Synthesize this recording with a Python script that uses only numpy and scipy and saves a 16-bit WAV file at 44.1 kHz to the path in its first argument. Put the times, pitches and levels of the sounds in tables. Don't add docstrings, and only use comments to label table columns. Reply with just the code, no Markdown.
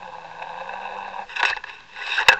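import sys
import numpy as np
from scipy import signal
from scipy.fft import rfft, irfft
from scipy.io import wavfile

SR = 44100
rng = np.random.default_rng(int(sys.argv[2]) if len(sys.argv) > 2 else 0)


def wav_out(sig):
    wavfile.write(sys.argv[1], SR, np.round(np.clip(np.atleast_2d(sig).T, -1, 1) * 32767).astype(np.int16))


def ratio(d):
    e = np.asarray(d, float) / 20
    return 10 ** e


N = 105531
T = np.arange(N) / SR

# frequency [Hz], width [Hz], level for the engine [dB], level for contacts [dB].
SHELL_MODES = [(414.5, 29, -23.5, -6), (524.3, 28.5, -5, -6), (794.6, 113.4, 1, -2), (936, 136.3, 1, 1),
               (1096.4, 167, -9, -3.5), (1488.5, 27, -6.5, 3), (1629, 101, -7, 1), (1863, 270, -29.5, -0.5),
               (1969, 468, -45, -6), (2632, 85, -8.5, 2.5), (3024, 660, -38.5, -16), (3860, 234, -19, -9.5),
               (4945, 310, -51.5, -23), (5576, 143, -48, -22.5)]
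WINDOW_MODES = [(3617.6, 435, -24, -11.5), (5740, 83, -86, -29.5), (6500, 60, -47.5, -32),
                (7570, 330, -52, -41), (8400, 690, -50.5, -27)]
# time [s], firing rate [Hz], level of the firing note [dB].
ENGINE_SPEED = [(0, 184.9, -61), (0.044, 186, -52), (.09, 169.9, -60.5), (0.299, 166.4, -60),
                (0.539, 169.2, -59), (.7, 185.5, -57.5), (0.841, 197.6, -58), (1.041, 196.7, -55),
                (1.14, 189.6, -57.5), (1.167, 193.9, -74), (1.198, 197.1, -54), (1.3, 187.8, -71.5)]
# time [s], level [dB].
ENGINE_LOAD = [(0, -39), (.1, -39), (.38, -38), (.44, -35.5), (.62, -35), (.8, -33.5), (1.0, -33),
               (1.22, -34), (1.25, -45.5), (1.3, -56)]
# multiple of the firing rate, level [dB].
SHAKING_ORDERS = [(2, -15), (2.5, -18), (3, -27), (4, -24), (5, -32)]
# time [s], peak level [dB], depth of the lull before [dB].
STRONG_FIRINGS = [(0.029, -25, -4), (0.113, -39, 10), (0.144, -30.5, 2), (0.212, -34, 5), (0.245, -25, 15),
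                  (0.312, -27, 1), (0.395, -24, -3), (0.419, -21, -1), (0.426, -20, -5), (0.492, -21, 2),
                  (0.541, -24.5, 1.5), (0.56, -23.5, 3), (0.584, -25.5, 0), (0.605, -25, -4.5),
                  (.617, -26, -6), (0.656, -25, 4.5), (0.689, -29.5, 9), (0.694, -26.5, -7),
                  (0.722, -26.5, 1), (0.736, -17, 0), (.755, -21, 2.5), (0.799, -22, 18.5),
                  (0.815, -25, 1.5), (0.84, -20.5, 6), (0.853, -19.5, -2), (0.8894, -20.5, 17),
                  (0.909, -22, 3), (.921, -21.5, 3.5), (.966, -27.5, -1.5), (1.025, -29, 1),
                  (1.098, -30.5, 3.5), (1.132, -24, 1), (1.19, -20, -5)]
# frequency [Hz], density [dB per Hz].
WATER_SPECTRUM = [(12, -52), (20, -0.5), (218, -9), (776, -13.5), (924, 1.5), (1380, -11), (3630, -12),
                  (7660, -24.5), (9960, -32), (16900, -120)]
# time [s], change of the hush [dB].
FLOW_LEVEL = [(0, 0.3), (.6, 1.2), (1.2, 0.4), (1.5, -2), (1.62, -1), (1.9, -1.5), (2.05, -3), (2.4, 2)]
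# centre [s], frequency [Hz], level
# [dB], half length [s].
SLOSHES_AND_THUMPS = [(1.27, 27.98, -54, 0.043), (1.275, 500, -49.5, 0.026), (2, 526, -44, 0.013),
                      (1.432, 189, -42, 0.0021), (1.44, 30.3, -51, 0.034), (1.455, 203.4, -50, 0.0035),
                      (1.51, 70, -48, 0.012), (1.56, 27.13, -48, 0.051), (2.18, 59.3, -58.5, 0.043),
                      (2.25, 25.2, -52, 0.073), (2.289, 60.2, -29.5, 0.002), (2.35, 29.4, -46, 0.049),
                      (2.35, 158, -50.5, 0.021), (1.5, 130, -50.5, 0.0085), (2.32, 228, -48, 0.012),
                      (2.38, 201, -54.5, 0.013), (2.29, 150, -40, 0.0045)]
# multiple of the firing rate, level [dB], centre [s], half length [s].
SINGING_ORDERS = [(3, -49.5, 0.14, 0.11), (3, -49, 0.41, 0.081), (3, -47, .59, 0.079), (2.6, -49, .95, .08),
                  (4, -37, 1.013, .1), (2, -53.5, .96, 0.079), (2.7, -50, 0.73, .08), (4.2, -40, .76, 0.09)]
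# time [s], level [dB], brightness [dB per octave].
RUB_FIRST = [(1.27, -54.5, 9.5), (1.294, -35.5, -0.5), (1.32, -34.5, 3), (1.35, -34, -0.5),
             (1.365, -25, 5), (1.384, -29, 2), (1.404, -18.5, 3.5), (1.414, -31, -12.5),
             (1.426, -34.5, 2.5),
             (1.435, -12.5, -5.5), (1.447, -29.5, 2), (1.454, -20.5, 10), (1.47, -21.5, 3.5),
              (1.49, -18.5, 4), (1.508, -24.5, 1), (1.52, -26, 0.5), (1.545, -33.5, 2), (1.601, -41.5, -1)]
# time [s], level [dB], brightness [dB per octave].
RUB_DRAG = [(1.62, -47.5, -2.5), (1.699, -35, 3), (1.759, -39.5, 1.5), (1.861, -50, 3.5), (1.93, -42.5, 3),
            (1.98, -30.5, 1), (2.062, -28, 4), (2.12, -24, 5), (2.17, -24, 6.5)]
# time [s], level [dB], brightness [dB per octave].
RUB_SHUFFLE = [(2.17, -27, 2), (2.21, -19, -3), (2.24, -31.5, 0.5), (2.28, -25.5, 0), (2.3, -24.5, 1),
               (2.329, -19, -3.5), (2.355, -35, -3.5), (2.4, -32.5, -5)]
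# time [s], peak level [dB], brightness [dB per octave], contact time [s].
TICKS = [(1.293, -31, 1, .003), (1.3, -31, 1, .002), (1.3153, -26, 1, .003), (1.667, -30, 0, .002),
         (1.676, -28, 0, .002), (.424, -27, 1, .004), (1.934, -32, 1, .002), (1.962, -30, 0, .003),
         (2.005, -25, 1, .002), (2.119, -21, 3, .003), (2.22, -19, 0, .002), (1.360, -21, 5, .002),
         (1.394, -19, 1, .003), (1.402, -15, 0, .007), (1.4292, -2.5, 1.5, .0012), (1.4507, -6, 1.5, .0015),
         (1.500, -13, 2, .003), (1.507, -15, 0, .003), (1.565, -17, 0, .003), (1.572, -19, 0, .002),
         (1.639, -21, 0, .003), (1.686, -27, 0, .003), (1.695, -25, 0, .005), (1.804, -31, 0, .003),
         (1.988, -27, 2, .003), (2.066, -21, 3, .003), (2.076, -19, 2, .002), (2.095, -19, 0, .003),
         (2.190, -17, 1, .003), (2.202, -12, 1, .003), (2.211, -13, 0, .004), (2.229, -18, 3, .002),
         (2.316, -11, 1, .002), (2.327, -13, 1, .002), (2.333, -14, 4, .002)]
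# time [s], peak level [dB], brightness [dB per octave], contact time [s].
HARD_KNOCK = [
    (2.2828, -8, 1, .003),
    (2.2845, 4.5, 2.5, .002),
    (2.288, 4, 2.5, .0025),
    (2.297, -14, -2, .005),
]
# centre [s], frequency [Hz], level [dB], half length [s].
SQUEAK_NOTES = [(1.369, 2647, -17.5, 0.002), (1.489, 2565, -24, 0.006), (2.02, 1984, -27, 0.0066),
                (2.192, 1600, -11, 0.0017), (1.532, 1815, -16.5, 0.0047), (2.122, 2620, -20.5, 0.0056),
                (2.183, 1510, -12, 0.0044), (2.302, 1639, -9, 0.0083), (2.32, 1588, -11, 0.0037),
                (2.33, 1610, -10, 0.0031), (2.346, 1580, -18, 0.003), (2.359, 1524, -25.5, 0.0049),
                (1.642, 1703, -24, 0.0035), (2.124, 3740, -26, 0.023), (2.373, 1550, -24.5, 0.0051)]


def rms_one(x):
    return x / np.sqrt(np.mean(x ** 2) + 1e-20)


def in_time(rows):
    s, *columns = np.transpose(rows)
    return [np.interp(T, s, c) for c in columns]


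def drift(rate):
    r = np.exp(-2 * np.pi * rate / SR)
    wander = signal.lfilter([1], [1, -2 * r, r * r], rng.standard_normal(N + SR))
    return rms_one(wander[SR:])


def grains(per_s, spread):
    sizes = ratio(spread * np.minimum(rng.exponential(1, N), 5)) * rng.choice([-1, 1], N)
    return rms_one(sizes * (rng.random(N) < per_s / SR))


def blips(rows, waver):
    total = np.zeros(N)
    for s, hz, db, half in rows:
        swell = ratio(db) * np.exp(-((T - s) / half) ** 2)
        total += swell * np.cos(2 * np.pi * hz * (T - s) + waver)
    return total


def shell(drive, column):
    out, power = 0, 0
    for k, row in enumerate(sorted(SHELL_MODES + WINDOW_MODES)):
        hz, width, gain = row[0], row[1], ratio(row[column])
        r = np.exp(-np.pi * width / SR)
        poles = [1, -2 * r * np.cos(2 * np.pi * hz / SR), r * r]
        ring = signal.lfilter([1, 0, -1], poles, drive(hz, k) + 1e-18)
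        out = out + (-1) ** k * gain * (1 - r * r) / 2 * ring
        power += gain ** 2 * np.pi * width / SR
    floor = signal.butter(4, 363, "high", fs=SR, output="sos")
    return signal.sosfilt(floor, out) / np.sqrt(power)


def engine():
    hz, note_db = in_time(ENGINE_SPEED + [(1.34, ENGINE_SPEED[-1][1], -74.5)])
    load_db, = in_time(ENGINE_LOAD + [(1.4, -94)])
    turns = np.cumsum(hz / SR)
    late = turns + 0.06 * drift(60)
    count = np.floor(np.maximum.accumulate(late))
    firing_db = 1.5 * rng.standard_normal(N) - 6 * (count % 2)
    fired = np.diff(count, prepend=0) * ratio(firing_db)
    crackle = grains(4000, 2.3) * (1 + 0.38 * np.cos(2 * np.pi * late))
    clean = np.zeros(N)
    for k, db in SHAKING_ORDERS:
        clean += ratio(db + 0.58 * drift(5.6)) * np.cos(2 * np.pi * k * turns)
    surge_db = 0.6 * drift(40)
    drive = (clean + rms_one(fired) + ratio(-1) * crackle) * ratio(load_db - 0.27 + surge_db)
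    push, lull_db = strong_firings()
    drive = drive * ratio(lull_db) + push
    octave = ratio(-14) * ratio(1.4 * drift(6)) * np.sin(4 * np.pi * turns)
    note = np.sin(2 * np.pi * turns) + octave
    throb = shell(lambda hz, k: drive * ratio(1.45 * drift(21)), column=2)
    return throb + np.sqrt(2) * ratio(note_db + 1.5 * drift(50)) * note


def strong_firings():
    lull_s, tail_s, grit_share = 0.0074, 0.0052, 0.12
    push, lull, grit = np.zeros(N), np.zeros(N), rng.standard_normal(N)
    for s, db, lull_db in STRONG_FIRINGS:
        push[int(s * SR)] += ratio(db + 15.5)
        tail = (T > s) * np.exp(-np.maximum(T - s, 0) / tail_s)
        push += ratio(db + 9) * grit_share * grit * tail
        lull -= lull_db * (T < s) * np.exp(-((T - s) / lull_s) ** 2)
    return push, lull


def water():
    hz = np.fft.rfftfreq(N, 1 / SR) + 1
    f, db = np.transpose(WATER_SPECTRUM)
    colour = ratio(np.interp(np.log(hz), np.log(f), db))
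    hush = rms_one(irfft(rfft(rng.standard_normal(N)) * colour, N))
    flow_db, = in_time(FLOW_LEVEL)
    hush_db = -52 + flow_db - 0.2 * drift(2.8)
    return ratio(hush_db) * hush + blips(SLOSHES_AND_THUMPS, drift(2.1))


def singing_orders():
    turns = np.cumsum(in_time(ENGINE_SPEED)[0] / SR)
    total = np.zeros(N)
    for k, db, s, half in SINGING_ORDERS:
        swell = ratio(db + 1.5 * drift(17)) * np.exp(-((T - s) / half) ** 2)
        total += swell * np.sin(2 * np.pi * k * turns)
    return total


def contacts():
    before = [(0, -100, 0.0036), (1.2, -81, 0.035)]
    rub_db, tilt = in_time(before + RUB_FIRST + RUB_DRAG + RUB_SHUFFLE[1:])
    patchy_db = 1.1
    rub = grains(7000, 1.5) * ratio(rub_db + patchy_db * drift(35))
    grit = rng.standard_normal(N)
    knocks = TICKS + HARD_KNOCK
    chance = rng.standard_normal((len(knocks), len(SHELL_MODES + WINDOW_MODES)))

    def drive(hz, k):
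        octaves = np.log2(max(hz, 690) / 1600)
        out = rub * ratio(tilt * octaves + patchy_db * drift(9.6))
        top_db = -4 * max(octaves - 2, 0) * 2
        for (s, db, bright, length), luck in zip(knocks, chance):
            i = int(s * SR)
            count = min(N - i, int(6 * length * SR) + 9)
            u = np.arange(count) / SR / (length + 1e-4)
            burst = np.exp(-u) * grit[i:i + count] + 6 * (u == 0)
            strength = abs(burst @ np.exp(2j * np.pi * hz / SR * np.arange(count)))
            burst = burst * 10 / np.maximum(strength, 6)
            out[i:i + count] += ratio(db - 2 + bright * octaves + top_db + 1.5 * luck[k]) * burst
        return out
    return shell(drive, column=3)


def squeaks():
    return blips(SQUEAK_NOTES, drift(80))


def scene():
    return (engine() + water() + singing_orders() + contacts() + squeaks())[None, :]


def band_limit(x):
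    return signal.sosfilt(signal.butter(12, 7810, fs=SR, output="sos"), x)


def record(dry):
    top_cut = signal.cheby2(14, 50, 8350, fs=SR, output="sos")
    x = signal.sosfilt(top_cut, dry) - 0.0017
    return band_limit(np.clip(x, -1, 1))


dry = scene()
out = record(dry)
wav_out(out)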